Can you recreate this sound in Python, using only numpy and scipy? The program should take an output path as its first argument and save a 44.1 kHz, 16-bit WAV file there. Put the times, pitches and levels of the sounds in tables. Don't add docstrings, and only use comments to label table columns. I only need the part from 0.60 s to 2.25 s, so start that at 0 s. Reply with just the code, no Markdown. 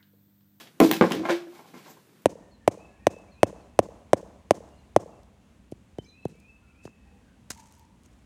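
import sys
import numpy as np
from scipy import signal
from scipy.fft import rfft, irfft
from scipy.io import wavfile
from scipy.ndimage import uniform_filter1d

SR = 44100
rng = np.random.default_rng(int(sys.argv[2]) if len(sys.argv) > 2 else 0)


def pcm_store(signal):
    levels = np.round(np.clip(np.atleast_2d(signal), -1, 1) * 32767)
    wavfile.write(sys.argv[1], SR, levels.astype(np.int16).T)


def elevation(decibels):
    levels = np.asarray(decibels, float)
    return 10 ** (levels / 20)


N = 72765

# [f/Hz, level/dB, t60/s]
NECK_MODES = [(647, -32, 0.11), (800, -8.5, 0.03), (884, -8, 0.058), (1046, 5, 0.014), (1354, -4.5, 0.016),
              (1589, -8, 0.032), (2144, 0.5, 0.015)]


def evened(x):
    return x / np.sqrt(np.mean(x ** 2) + 1e-20)


def read(points, hz):
    f, value = np.transpose(points)
    return np.interp(np.log(hz + 1), np.log(f + 1), value)


def add(mix, s, sound):
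    at = round(s * SR)
    sound = sound[max(-at, 0):]
    part = mix[max(at, 0):][:len(sound)]
    part += sound[:len(part)]


def colour(x, points, tilt_db=0.):
    dull_hz = 6850
    hz = np.fft.rfftfreq(len(x), 1 / SR)
    shut = np.minimum(hz / points[0][0], 1) ** 2
    octaves = np.log2((hz + 20) / 2000)
    treble = (hz / dull_hz) ** 2 / (1 + hz / dull_hz)
    gain = elevation(read(points, hz) + tilt_db * (octaves + treble))
    return irfft(rfft(x) * shut * gain, len(x))


def still_air():
    # [f/Hz, level/dB per Hz]
    air_spectrum = [(40, -51.5), (100, -7), (165, -0.5), (280, -7.5), (500, -17.5), (1400, -16),
                    (5000, -25), (15500, -27)]
    return elevation(-61.5) * evened(colour(rng.standard_normal(N), air_spectrum))


def shuffle():
    # [t/s, level/dB]
    moves = [
        (0, -53.5),
        (0.152, -72),
        (0.299, -33.5),
        (.4, -48),
        (0.598, -34.5),
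        (.76, -64),
        (.95, -62.5),
        (1.3, -60.5),
        (1.45, -65.5),
    ]
    s, db = np.transpose(moves)
    band = signal.butter(3, [135, 454], "bandpass", fs=SR, output="sos")
    rumble = evened(signal.sosfilt(band, rng.standard_normal(N)))
    return rumble * elevation(2 + np.interp(np.arange(N) / SR, s, db))


def grains(rows, spectrum):
    grains_per_s, spread_db, surge_db = 9000, 2.5, 1.3
    out, t = np.zeros(N), np.arange(22000) / SR
    size = elevation(spread_db * np.minimum(rng.exponential(1, (len(rows), 22000)), 5))
    draw = rng.uniform(-1, 1, size.shape)
    drops = size * np.sign(draw) * (abs(draw) < grains_per_s / SR)
    surge = evened(uniform_filter1d(rng.standard_normal(size.shape), size=350))
    drops = drops * elevation(surge_db * surge)
    for (s, swell, db, t60, tilt_db), d in zip(rows, drops):
        rise = np.sin(np.pi / 2 * np.minimum(t / swell, 1))
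        fall = elevation(db - 60 * np.maximum(t - swell, 0) / t60)
        add(out, s, rise * fall * evened(colour(d, spectrum, tilt_db)))
    return out


def water_spray():
    # [start t/s, swell/s, level/dB, t60/s, tilt/dB per octave]
    sloshes = [(-.03, 0.017, -43, 0.28, 1.5), (.204, 0.051, -32.5, 0.28, 2), (.315, 0.029, -35, 0.21, 1.5),
               (.412, 0.016, -38, 0.59, -1), (.515, 0.0028, -35.5, 0.42, -2), (.645, 0.01, -40, 0.55, -2),
               (.685, 0.023, -31, 0.27, -1.5), (.85, 0.14, -60.5, 0.6, 2), (1.049, 0.039, -60, 0.35, 1.5),
               (1.13, 0.054, -56.5, 0.8, 1), (1.24, 0.024, -55, 0.43, 0.5)]
    # [f/Hz, level/dB per Hz]
    spray_spectrum = [(700, 3.5), (1300, 0), (2500, 0), (4500, -4), (7500, -11.5), (9500, -16.5),
                      (13500, -14.5), (15500, -22.5)]
    return grains(sloshes, spray_spectrum)


def climbing_notes(rows, rise_s):
    climb_per_s = .3
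    out, t = np.zeros(N), np.arange(9000) / SR
    for s, hz, db, t60 in rows:
        shape = elevation(db - 60 * t / t60) * np.minimum(t / rise_s, 1)
        add(out, s, shape * np.sin(2 * np.pi * hz * (t + climb_per_s * t ** 2 / 2)))
    return out


def pings():
    # [t/s, f/Hz, level/dB, t60/s]
    ping_events = [(.002, 1690, -50, .05), (.007, 3350, -47, .035), (.028, 1690, -54, .08),
                   (.056, 700, -52, .05), (.2025, 2100, -15, .02), (.316, 2700, -29, .015),
                   (.337, 2600, -36, .04), (.472, 1480, -36, .03), (.5205, 3050, -28, .03),
                   (.5205, 5200, -34, .02), (.532, 2750, -33, .02), (.721, 2250, -35, .07)]
    return climbing_notes(ping_events, 0.00067)


def ticks():
    # [t/s, level/dB, length/s, tilt/dB per octave, rise/s]
    snaps = [(.2022, -21, 0.002, -2.5, 0.00035), (0.3135, -19, 0.0021, -1, .0006),
             (0.335, -32, 0.0022, -7.5, .001), (0.343, -39, .002, -1, 0.0014), (0.367, -37, .003, -4, .002),
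             (0.4116, -22, 0.0026, -8.5, 0.0007), (0.505, -43, .002, -2.5, .001),
             (0.511, -38, 0.002, -5, .001), (0.521, -29, .003, -4, 0.0034),
             (.5525, -42, 0.0026, -3, 0.0017), (0.65, -56, 0.0013, -13, 0.00087),
             (.696, -27.5, 0.0014, -12, 0.0003), (0.073, -51.5, 0.008, -6.5, 0.0023),
             (1.621, -60.5, 0.0021, 2, .001)]
    # [f/Hz, level/dB]
    shell_spectrum = [(1500, -9), (3100, 0), (4800, -9), (6100, -7), (8500, -11), (11000, -4), (12300, -8),
                      (14200, -1)]
    lead_s, dent_depth = .004, 1.5
    out, t = np.zeros(N), np.arange(-lead_s, .04, 1 / SR)
    dent = dent_depth * (abs(t) < .5 / SR)
    for s, db, length, tilt_db, rise in snaps:
        swell = np.clip(1 + t / max(rise, 1e-4), 0, 1)
        fall = np.exp(-np.maximum(t, 0) / max(length, 1e-4))
        burst = (rng.standard_normal(len(t)) - dent) * swell * fall
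        sound = colour(burst, shell_spectrum, tilt_db)
        add(out, s - lead_s, elevation(db) * sound / np.sqrt(np.sum(sound ** 2) / 300))
    return out


def knocks(rows, modes, blow=1, rise_s=1e-5):
    rattle_size, detune, most_cycles = .018, .01, 45
    out, t = np.zeros(N), np.arange(12000) / SR
    u = t[:4000]
    for s, db, contact, rattle in rows:
        fade = np.exp(-u / max(rattle, 1e-4)) * np.minimum(u / rise_s, 1)
        force = rattle_size * rng.standard_normal(4000) ** 3 * fade
        force[0] = blow
        push = u[:400] / max(contact, 2e-5)
        force = np.convolve(force, push * np.exp(-3 * push))
        ring = np.zeros(len(t))
        for hz, mode_db, t60 in modes:
            a, b = rng.uniform(-1, 1, 2)
            fall = elevation(mode_db + b - 60 * t / min(t60, most_cycles / hz))
            ring += fall * np.sin(2 * np.pi * hz * (1 + detune * a) * t)
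        sound = signal.fftconvolve(force, ring)
        add(out, s, -elevation(db) * sound / np.sqrt(np.mean(sound[:900] ** 2)))
    return out


def box_knocks():
    # [t/s, level/dB, contact/s, rattle/s]
    hits = [
        (.2022, -10, 0.00025, 0.0077),
        (.2075, -14, 0.00023, 0.0032),
        (.2125, -8.5, 0.00051, 0.0077),
        (.2185, -19, 0.00021, 0.012),
        (.2215, -12.5, 0.00073, 0.0089),
        (.246, -16.5, .0005, 0.011),
        (.305, -30, 0.00085, 0.0065),
    ]
    # [f/Hz, level/dB, t60/s]
    box_modes = [(316.6, 3, 0.2), (339, -11, 0.081), (413.6, -3, 0.034), (457, 2.5, 0.035),
                 (540.5, -4, .03), (658, -2, 0.032), (738, -8.5, 0.031), (834, -4, 0.032),
                 (1020, -4.5, 0.026), (1086, -19.5, 0.021), (1240, -9, 0.017), (1300, -18, 0.016),
                 (2120, -7, 0.018), (3050, -8.5, 0.0095)]
    return knocks(hits, box_modes)


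def glugs():
    # [t/s, f/Hz, level/dB, t60/s]
    pockets = [(.2025, 440, -11, .04), (.212, 314, -10, .15), (.224, 660, -18, .06), (.63, 885, -38, .12),
               (.652, 1000, -29, .04), (.69, 780, -22, .036), (.698, 572, -21, .07),
               (.699, 339, -14.5, .16), (.99, 910, -46, .06), (.99, 660, -46, .057),
               (1.144, 262, -49.5, .11), (1.29, 767, -50, .1), (1.3, 310, -50, .08), (1.366, 983, -49, .07)]
    return climbing_notes(pockets, .006)


def box_rocks():
    # [t/s, level/dB, contact/s, rattle/s]
    rocks = [
        (.2145, -24, 0.0014, 0.011),
        (.269, -28, 0.0018, 0.01),
        (.319, -28, 0.0022, 0.0048),
    ]
    # [f/Hz, level/dB, t60/s]
    side_modes = [(185.3, -13, 0.067), (213, 2.5, 0.085), (262, -3.5, 0.031)]
    return knocks(rocks, side_modes)


def hum():
    # [t/s, f/Hz, level/dB]
    tilt_path = [
        (.25, 315, -43),
        (0.298, 318, -24),
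        (0.401, 320, -39),
        (0.509, 224.4, -39.5),
        (0.549, 270, -34.5),
        (0.588, 323.3, -28),
        (.65, 340, -36),
        (0.801, 344.8, -48),
        (0.889, 345, -43),
        (1.002, 340, -65),
    ]
    width_hz = 18
    s, hz, db = np.transpose(tilt_path)
    t = np.arange(N) / SR
    r = np.exp(-np.pi * width_hz / SR)
    noise = rng.standard_normal(N) + 1j * rng.standard_normal(N)
    slow = signal.lfilter([1], np.poly([r, r]), noise)
    slow = slow / (abs(slow) + .5 * np.abs(slow).mean())
    phase = 2 * np.pi * np.cumsum(np.interp(t, s, hz)) / SR
    tone = (slow * np.exp(1j * phase)).real
    return evened(tone) * elevation(np.interp(t, s, db, left=-120, right=-120))


def cap_knocks():
    # [t/s, level/dB, contact/s, rattle/s]
    hits = [
        (.313, -27.5, 0.00012, 0.012),
        (.5095, -31, 0.00056, 0.015),
        (.654, -29.5, 0.00017, 0.0066),
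        (.6885, -27.5, 0.00025, 0.012),
    ]
    return knocks(hits, NECK_MODES)


def floor_knocks():
    # [t/s, level/dB, contact/s, rattle/s]
    hits = [
        (.411, -9, 0.00026, 0.0054),
        (.4158, -13.5, 0.00055, 0.012),
        (.4235, -15, 0.00031, 0.0043),
        (.439, -16.5, 0.00054, 0.012),
        (.5125, -23, 0.002, .0027),
        (.525, -41, .0015, 0.0089),
        (.547, -28, 0.0016, 0.011),
        (1.14, -39.5, 0.0032, 0.023),
        (1.172, -47, 0.002, 0.0071),
        (1.262, -57, 0.0016, 0.016),
    ]
    # [f/Hz, level/dB, t60/s]
    board_modes = [(206.5, -20, 0.034), (233, 7.5, 0.03), (361, 0.5, 0.078), (455, -2, 0.014),
                   (528, 5, .03), (654, -1, 0.014), (847, -4.5, 0.017), (1074, 4, 0.0093),
                   (1330, 13.5, 0.0052), (1680, -13.5, .01), (2030, -6.5, 0.0064), (2840, -20, .005),
                   (3615, -28, 0.0054)]
    return knocks(hits, board_modes)


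def scuffs():
    # [t/s, level/dB, contact/s, rattle/s]
    drags = [
        (.632, -37.5, 0.00066, .026),
        (.92, -55.5, 0.00039, 0.032),
        (.95, -55, 0.000059, .035),
        (.99, -50.5, 0.00038, 0.0097),
        (1.038, -57.5, 0.00039, 0.081),
        (1.134, -50, 0.00019, 0.041),
        (1.258, -52.5, 0.0003, 0.042),
        (1.362, -59, 0.00042, 0.018),
    ]
    return knocks(drags, NECK_MODES, blow=0, rise_s=0.0051)


def side_knocks():
    # [t/s, level/dB, contact/s, rattle/s]
    hits = [
        (.696, -28.5, 0.0002, 0.002),
        (.7018, -21.5, 0.00012, 0.0026),
        (.87, -51.5, 0.00015, 0.011),
        (1.3, -51, 0.0016, .01),
    ]
    # [f/Hz, level/dB, t60/s]
    bottle_modes = [(355, -4.5, 0.14), (574, 5, 0.051), (720, -5, 0.024), (1230, -22, 0.018),
                    (1480, -6.5, .03), (1710, -6, 0.041), (2440, -29.5, 0.017), (2910, -29, .015)]
    return knocks(hits, bottle_modes)


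def label_rustles():
    # [start t/s, swell/s, level/dB, t60/s, tilt/dB per octave]
    rustles = [
        (.94, 0.017, -62, 0.19, -2.5),
        (1.135, 0.0075, -60, 0.22, -2),
        (1.165, 0.019, -63.5, 0.18, -2.5),
        (1.262, 0.032, -59, 0.33, 2),
        (1.292, 0.017, -50.5, .08, 3.5),
    ]
    # [f/Hz, level/dB per Hz]
    label_spectrum = [(1200, 1.5), (3000, -11), (7500, -1.5), (8800, -18), (11000, -21.5), (12500, -6),
                      (15000, -14)]
    return grains(rustles, label_spectrum)


def room(x):
    # [delay t/s, level/dB]
    walls = [(.0075, -18), (.0118, -11), (.0205, -16), (.027, -17)]
    # [f/Hz, t60/s]
    decay = [(150, .33), (500, .26), (1300, .22), (6000, .26), (15000, .2)]
    taps = np.zeros(SR // 2)
    at = np.arange(500, len(taps) - 20, 20)
    taps[at + rng.integers(0, 20, len(at))] = rng.choice([-1., 1.], len(at))
    hz, t, z = signal.stft(taps, SR, nperseg=256)
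    fall = elevation(-60 * t / read(decay, hz)[:, None])
    tail = signal.istft(z * fall, SR, nperseg=256)[1]
    tail = elevation(-12.5) * tail / np.linalg.norm(tail)
    add(tail, 0, np.ones(1))
    for s, db in walls:
        add(tail, s, elevation(db) * np.ones(1))
    return signal.fftconvolve(x, tail)[:N]


def scene():
    water = water_spray() + glugs()
    box = box_knocks() + box_rocks()
    floor = floor_knocks() + scuffs()
    bottle = pings() + ticks() + cap_knocks() + side_knocks() + label_rustles()
    thin = signal.butter(5, 178, "highpass", fs=SR, output="sos")
    near = signal.sosfilt(thin, room(water + box + floor + bottle))
    return (near + hum() + shuffle() + still_air())[None]


def top_cut(x):
    return signal.sosfilt(signal.butter(12, 16480, fs=SR, output="sos"), x)


def record(dry):
    ceiling, top_hz = .8, 15450
    x = ceiling * np.tanh(dry / ceiling)
    low_pass = signal.firwin(301, top_hz, window=("kaiser", 3), fs=SR)
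    x = signal.oaconvolve(x, low_pass[None], "same")
    return top_cut(x)


dry = scene()
out = record(dry)
pcm_store(out)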